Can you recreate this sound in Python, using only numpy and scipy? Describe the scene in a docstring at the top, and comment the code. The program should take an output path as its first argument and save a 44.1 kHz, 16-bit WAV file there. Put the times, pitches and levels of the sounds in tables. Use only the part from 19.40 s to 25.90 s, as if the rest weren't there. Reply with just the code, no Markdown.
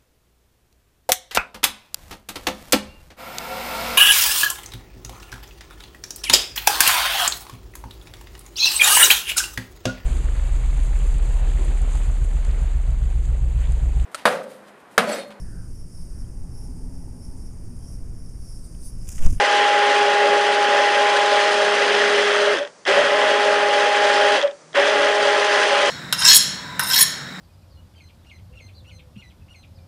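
"""A stick blender churns thick liquid in a tall plastic beaker, twice switched off and restarted.
Harmonics of the shaft rotation hum over a turbulent roar that pulses once a turn, and the beaker's
air column resonates. The beaker rings in short swells and the loose coupling rattles, mostly as the
motor runs down or up. Faint garden hiss, far insects and a brief wasp fill the pauses."""
import sys
import numpy as np
from scipy import signal
from scipy.fft import rfft, irfft, next_fast_len
from scipy.io import wavfile
from scipy.ndimage import uniform_filter1d, map_coordinates

SR = 44100
rng = np.random.default_rng(int(sys.argv[2]) if len(sys.argv) > 2 else 0)


def unload_wav(signal):
    """Save mono or channel-first audio to the path in sys.argv[1] as 16-bit WAV at rate SR, clipped to [-1, 1]."""
    wavfile.write(
        sys.argv[1],
        SR,
        np.round(np.clip(np.atleast_2d(signal).T, -1, 1) * 32767).astype(np.int16),
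    )


N = 286650

# Spectrum of the garden hiss. Each row: frequency in Hz, relative density in dB.
GARDEN_SPECTRUM = [(18, -40), (30, -21.5), (96, -24), (123, -9.5), (164, -7), (220, -10), (582, -3),
                   (760, -9), (1400, -10.5), (3040, -20.5), (4590, -20), (6000, -15.5), (10000, -26),
                   (13000, -60.5), (22000, -120)]
# Band of far chirring. Each row: centre in Hz, resonator width in Hz, mean level in dB.
INSECT_BAND = [(4650, 450, -66)]
# Envelope of the wasp. Each row: time in seconds, level of the fundamental in dB.
WASP_LEVELS = [(5.225, -85), (5.245, -54), (5.33, -53), (5.36, -85)]
# Knocks of coupling and button on the housing. Each row: start in seconds, relative level in dB.
KNOCKS = [(3.171, -9), (3.185, -6), (3.1904, -13), (3.2174, -25), (3.2281, -14.5), (3.2354, -23),
          (3.2494, -20), (3.274, -21.5), (3.4522, -12.5), (3.4775, -4.5), (3.485, -5), (3.49, -8),
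          (3.5215, -5), (5.0138, -5.5), (5.0262, -7), (5.035, -11), (5.075, -17), (5.111, -22), (5.33, -26),
          (5.34, -25), (5.3537, -16), (5.374, -8)]
# Resonances that a knock excites. Each row: frequency in Hz, width in Hz, gain per pass in dB.
KNOCK_MODES = [(1800, 700, 0), (3350, 800, 0), (5200, 1500, -8)]
# Short ringing swells of the beaker's resonance, mostly as the motor runs down or up.
# Each row: centre in seconds, pitch in Hz, peak before flutter in dB, Gaussian width in seconds.
BEAKER_SWELLS = [(3.092, 585, -17, 0.019), (3.18, 572, -15, 0.0049), (3.22, 580, -15.5, 0.0068),
                 (3.489, 385, -19.5, .01), (3.532, 574, -15.5, 0.015), (3.578, 580, -17, 0.0088),
                 (3.619, 582, -12, .01), (3.732, 575, -13, .012), (4.98, 562, -17, 0.007),
                 (5.043, 573, -8, 0.01), (5.067, 573, -14, 0.0041), (5.09, 568, -20.5, 0.015),
                 (5.138, 572, -36, 0.018), (5.389, 565, -12, 0.016), (5.54, 568, -17.5, 0.011),
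                 (6.331, 569, -15.5, 0.011)]
# Air column and wall resonances. Each row: frequency in Hz, width in Hz, relative gain in dB.
BEAKER_MODES = [(575.8, 18.3, 7), (537, 37, -10.5), (302.5, 15, -16.5)]
# Resonances of the housing. Each row: frequency in Hz, width in Hz, gain in dB.
HOUSING_MODES = [(1710, 360, -14), (1990, 120, -4), (3430, 270, -10), (6190, 100, -14.5), (7630, 120, 0)]
# Cancellations off beaker and table. Each row: frequency in Hz, width in Hz, subtracted gain in dB.
NOTCHES = [(2157, 160, -10.5), (1494, 25, -16), (5555, 410, -4.5), (7820, 500, -6.5)]
# Spectra of the liquid's roar and spray. Each row: frequency in Hz, relative density in dB.
ROAR_SPECTRUM = [(18, -72.5), (30, -45), (117, -55.5), (274, -14), (330, -16), (406, -4), (460, -8),
                 (589, -5), (695, -9.5), (820, -4), (948, -9), (1660, -4.5), (2210, -9), (3280, -8.5),
                 (4200, -36.5), (5460, -19.5), (9240, -120)]
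SPRAY_SPECTRUM = [(2000, -40.5), (3400, -12), (3740, -5), (5920, -8.5), (7000, -16.5), (10000, -21),
                  (13000, -67), (22000, -120)]
# Strength of churning. Each row: time in seconds, base levels of roar, spray and beaker ring in dB.
CHURN_LEVELS = [(0, -19, -30, -27.5), (.4, -20, -32.5, -30), (.9, -20, -32, -24.5), (1.3, -20, -32, -27),
                (2.2, -20, -30.5, -27.5), (2.55, -18.5, -29.5, -29.5), (3.0, -19.5, -31.5, -26.5),
                (3.13, -21.5, -33, -19.5), (3.6, -19, -32.5, -21), (3.75, -20, -34.5, -26.5),
                (4.1, -21, -33, -25), (4.96, -19, -30, -25), (5.06, -16.5, -30, -23),
                (5.38, -18.5, -33, -21.5), (5.5, -20.5, -33, -19.5), (5.85, -20.5, -32, -26),
                (6.25, -18.5, -28.5, -31), (6.5, -18.5, -30, -23)]
# The hum's balance drifts as the hand tilts the stick.
# Each row: time in seconds, base levels of shaft orders 1 to 5 in dB.
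LOW_ORDER_LEVELS = [(0.0, -61, -34.5, -30, -22.5, -33), (0.27, -64, -30, -32, -18, -36),
                    (0.5, -52.5, -25, -38, -20, -36), (0.95, -47.5, -23.5, -34, -21, -45),
                    (1.35, -51, -28, -35, -20.5, -31), (1.95, -58, -26.5, -26, -21, -32.5),
                    (2.2, -45, -25.5, -25, -26, -43), (2.55, -43.5, -23, -34.5, -28, -43),
                    (2.85, -43.5, -21.5, -33.5, -40, -47), (3.13, -47, -21.5, -21, -40, -48),
                    (3.57, -42, -26.5, -29, -39, -41), (3.8, -49, -26.5, -25, -21.5, -31.5),
                    (4.1, -47.5, -24, -22.5, -25, -44), (4.4, -59, -27, -29, -21, -39),
                    (4.96, -60, -25, -23.5, -22, -35), (5.47, -60, -24.5, -27.5, -28, -37),
                    (5.8, -53, -25.5, -28.5, -25, -38), (6.16, -59, -25, -26, -25.5, -32),
                    (6.5, -53, -37, -32, -28, -35)]
# Upper harmonics of the hum. 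Each row: multiple of the shaft frequency, base level in dB.
HIGH_ORDER_LEVELS = [(6, -39), (7, -38), (8, -36), (9, -38.5)]
# Pauses of the motor. Each row: button release in seconds, next press in seconds.
PAUSES = [(3.135, 3.45), (4.96, 5.335)]

GARDEN_DB, WING_HZ = -50.5, 159
SHAFT_HZ, SAG_HZ_PER_DB = 205.7, .25  # speed at mean load; heavier churning slows the shaft
COAST_S, COAST_BEND = .22, 1.3  # run-down time and its exponent
SPIN_UP_S, SPIN_UP_BEND = .016, 1.8  # run-up time constant; a slow first instant in still liquid
OVERSPEED_HZ, REGRIP_S = 3.5, .25  # after a restart the knife races until the liquid loads it again
BITE_DB, BITE_S = 2.5, .12  # extra churning after a restart, and its time constant
SURGE_DB, SPRAY_SURGE_RATIO, RING_WAVER_DB = .5, 1.2, 3  # random swings of level
BODY_HZ = 900  # the roar below this outlasts the rest as the knife slows
MAINS_HZ, TOP_HZ = 50, 10170


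def amp(db):
    """Amplitude ratio of a level in decibels."""
    return 10 ** (np.asarray(db) / 20)


def unit(x):
    """Normalisation to an rms of 1."""
    return x / np.sqrt(np.mean(x ** 2) + 1e-20)


def curves(rows):
    """Linear interpolation of each column after the time, one value per sample."""
    times, *columns = np.transpose(rows)
    return [np.interp(np.arange(N) / SR, times, column) for column in columns]


def wobble(rate):
    """Smooth random modulation: a spline through rate Gaussian knots a second."""
    return map_coordinates(rng.standard_normal(int(N * rate / SR) + 4), [np.arange(N) * rate / SR])


def filtered(x, response):
    """Linear filtering: the spectrum of x is multiplied by a frequency response."""
    size = next_fast_len(N + SR // 2)
    return irfft(rfft(x, size) * response(np.fft.rfftfreq(size, 1 / SR)), size)[..., :N]


def coloured(x, spectrum):
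    """Spectral shaping by (Hz, dB) points on a logarithmic frequency axis, to an rms of 1."""
    points_hz, db = np.transpose(spectrum)
    return unit(filtered(x, lambda hz: amp(np.interp(np.log(hz + 1), np.log(points_hz + 1), db))))


def resonant(x, modes):
    """Modal superposition: x drives damped resonators in parallel."""
    return filtered(x, lambda hz: sum(amp(db) * 1j * hz * width / (centre**2 - hz**2 + 1j * hz * width)
                                      for centre, width, db in modes))


def patchy(x, depth_db):
    """Random amplitude modulation over both time and frequency."""
    spectra = signal.stft(x, nperseg=512)[2]
    field = uniform_filter1d(rng.standard_normal(spectra.shape), size=3, axis=0)
    field = uniform_filter1d(field, size=5, axis=1)
    return signal.istft(spectra * amp(depth_db * unit(field)), nperseg=512)[1][:N]


def garden():
    """Broadband hiss, narrowband insect chirring and two harmonics of a wasp's wingbeat superpose."""
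    wasp_db, = curves(WASP_LEVELS)
    wing_phase = 2 * np.pi * WING_HZ * np.arange(N) / SR
    wasp = amp(wasp_db) * (np.sin(wing_phase) + .3 * np.sin(2 * wing_phase))
    chirr_db = INSECT_BAND[0][2] + 2 * wobble(11)
    chirr = amp(chirr_db) * unit(resonant(resonant(rng.standard_normal(N), INSECT_BAND), INSECT_BAND))
    hiss = amp(GARDEN_DB + .73 * wobble(22)) * coloured(rng.standard_normal(N), GARDEN_SPECTRUM)
    return wasp + chirr + hiss


def rattle():
    """Impact excitation: short knocks pass twice through the plastic's modes and keep little treble."""
    impacts, t = np.zeros(N), np.arange(SR // 50) / SR
    attack = 1 - np.exp(-t / .00072)
    for start, db in KNOCKS:
        envelope = attack * amp(db - 60 * t / .012)  # 60 dB of decay in 12 ms
        impacts[round(start * SR):][:len(t)] += envelope * rng.standard_normal(len(t))
    softened = filtered(impacts, lambda hz: 1 / (1 + 1j * hz / 4500) ** 2)
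    return 2.76 * resonant(resonant(softened, KNOCK_MODES), KNOCK_MODES)


def beaker_swells():
    """Brief resonance: each swell is a tone under a Gaussian envelope, with a fast amplitude flutter."""
    t = np.arange(N) / SR
    tones = sum(amp(db) * np.exp(-.5 * ((t - centre) / width) ** 2) * np.sin(2 * np.pi * hz * t)
                for centre, hz, db, width in BEAKER_SWELLS)
    return amp(2.35 * wobble(90)) * tones


def motor():
    """Inertia smooths each stop and start. Returns share of full speed and seconds since a restart."""
    t = np.arange(N) / SR
    speed, since_restart = np.ones(N), np.full(N, np.inf)
    for off, on in PAUSES:
        run_down = np.clip(1 - (t - off) / COAST_S, 1e-3, 1) ** COAST_BEND
        run_up = (1 - np.exp(-np.clip(t - on, 1e-4, None) / SPIN_UP_S)) ** SPIN_UP_BEND
        speed *= np.where(t < on, run_down, run_up)
        since_restart = np.where(t < on, since_restart, t - on)
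    return speed, since_restart


def beaker_ring(speed, ring_db):
    """Forced resonance: sloshing noise drives the beaker's air column and walls."""
    slosh = amp(ring_db) * speed ** 2.4 * rng.standard_normal(N)
    noise_gain = np.std(resonant(rng.standard_normal(N), BEAKER_MODES))
    return resonant(slosh, BEAKER_MODES) / noise_gain


def turbulence(turns, shaft_depth, mains_depth, lumpy_db, patchy_db):
    """Noise modulated once a turn and twice a mains cycle, coloured by resonance and interference."""
    ripple = np.cos(2 * np.pi * 2 * MAINS_HZ * np.arange(N) / SR)
    pulse = 1 + shaft_depth * np.cos(2 * np.pi * turns) + mains_depth * ripple
    lumps = amp(lumpy_db * (.6 * wobble(60) + wobble(450)))
    noise = pulse * lumps * patchy(rng.standard_normal(N), patchy_db)
    return noise + resonant(noise, HOUSING_MODES) - resonant(noise, NOTCHES)


def churning(turns, speed, since_restart, roar_db, spray_db):
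    """Flow noise follows power laws of knife speed, so the spray dies faster than the low roar."""
    roar = turbulence(turns, shaft_depth=.055, mains_depth=.071, lumpy_db=.18, patchy_db=1.2)
    roar = coloured(roar, ROAR_SPECTRUM)
    spray = turbulence(turns, shaft_depth=.051, mains_depth=.06, lumpy_db=1.54, patchy_db=1.1)
    spray = coloured(spray, SPRAY_SPECTRUM)
    body = filtered(roar, lambda hz: 1 / (1 + (hz / BODY_HZ) ** 4))
    # An accelerating knife tears into still liquid, louder than its speed alone would make it.
    acceleration = np.clip(np.gradient(speed) * SR, 0, None)
    drive = np.clip(speed + .01 * uniform_filter1d(acceleration, size=600, origin=299), 0, 1.15)
    roar = amp(roar_db) * (drive ** 1.34 * body + drive ** 2.27 * (roar - body))
    spray = amp(spray_db) * drive ** 2.6 * spray
    return amp(BITE_DB * np.exp(-since_restart / BITE_S)) * (roar + spray)


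def shaft_hum(turns, speed, since_restart):
    """Periodic rotation radiates a harmonic series; the small body radiates little bass."""
    # Below full speed and just after a restart the blade loses its grip and the hum breaks up.
    breakup_db = 45 * (1 - speed) + 12 * np.exp(-since_restart / .12)
    hum = np.zeros(N)
    for order, db in list(enumerate(curves(LOW_ORDER_LEVELS), 1)) + HIGH_ORDER_LEVELS:
        flutter_db = .67 + 1.5 * (order % 2)  # the two-bladed knife steadies the even orders
        gain = amp(db + flutter_db * wobble(18) - breakup_db * wobble(40) ** 2)
        hum += gain * np.sin(2 * np.pi * (order * turns + rng.random()))
    return filtered(np.sqrt(2) * hum * speed ** 6.5, lambda hz: 1 / (1 + (190 / (hz + 1)) ** 6))


def blender():
    """One motor drives hum, churning and beaker ring; the load of the liquid lowers its speed."""
    speed, since_restart = motor()
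    roar_db, spray_db, ring_db = curves(CHURN_LEVELS)
    load_db = roar_db - roar_db.mean()
    shaft_hz = SHAFT_HZ - SAG_HZ_PER_DB * load_db + OVERSPEED_HZ * np.exp(-since_restart / REGRIP_S)
    surge_db = SURGE_DB * wobble(12)
    roar_db += surge_db
    spray_db += SPRAY_SURGE_RATIO * surge_db
    ring_db += RING_WAVER_DB * wobble(14)
    turns = np.cumsum(speed * shaft_hz * (1 + .0007 * wobble(30))) / SR
    hum = shaft_hum(turns, speed, since_restart)
    liquid = churning(turns, speed, since_restart, roar_db, spray_db)
    return hum + liquid + beaker_ring(speed, ring_db)


def scene():
    """Superposition: the pressures of all sources add in one channel."""
    return (blender() + beaker_swells() + rattle() + garden())[None]


def record(dry):
    """Soft saturation rounds the highest peaks, and a steep low-pass limits the bandwidth."""
    rounded = dry / (1 + np.abs(dry / .72) ** 5) ** (1 / 5)
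    return filtered(rounded, lambda hz: np.clip((TOP_HZ - hz) / 150, 0, 1))


dry = scene()
out = record(dry)
unload_wav(out)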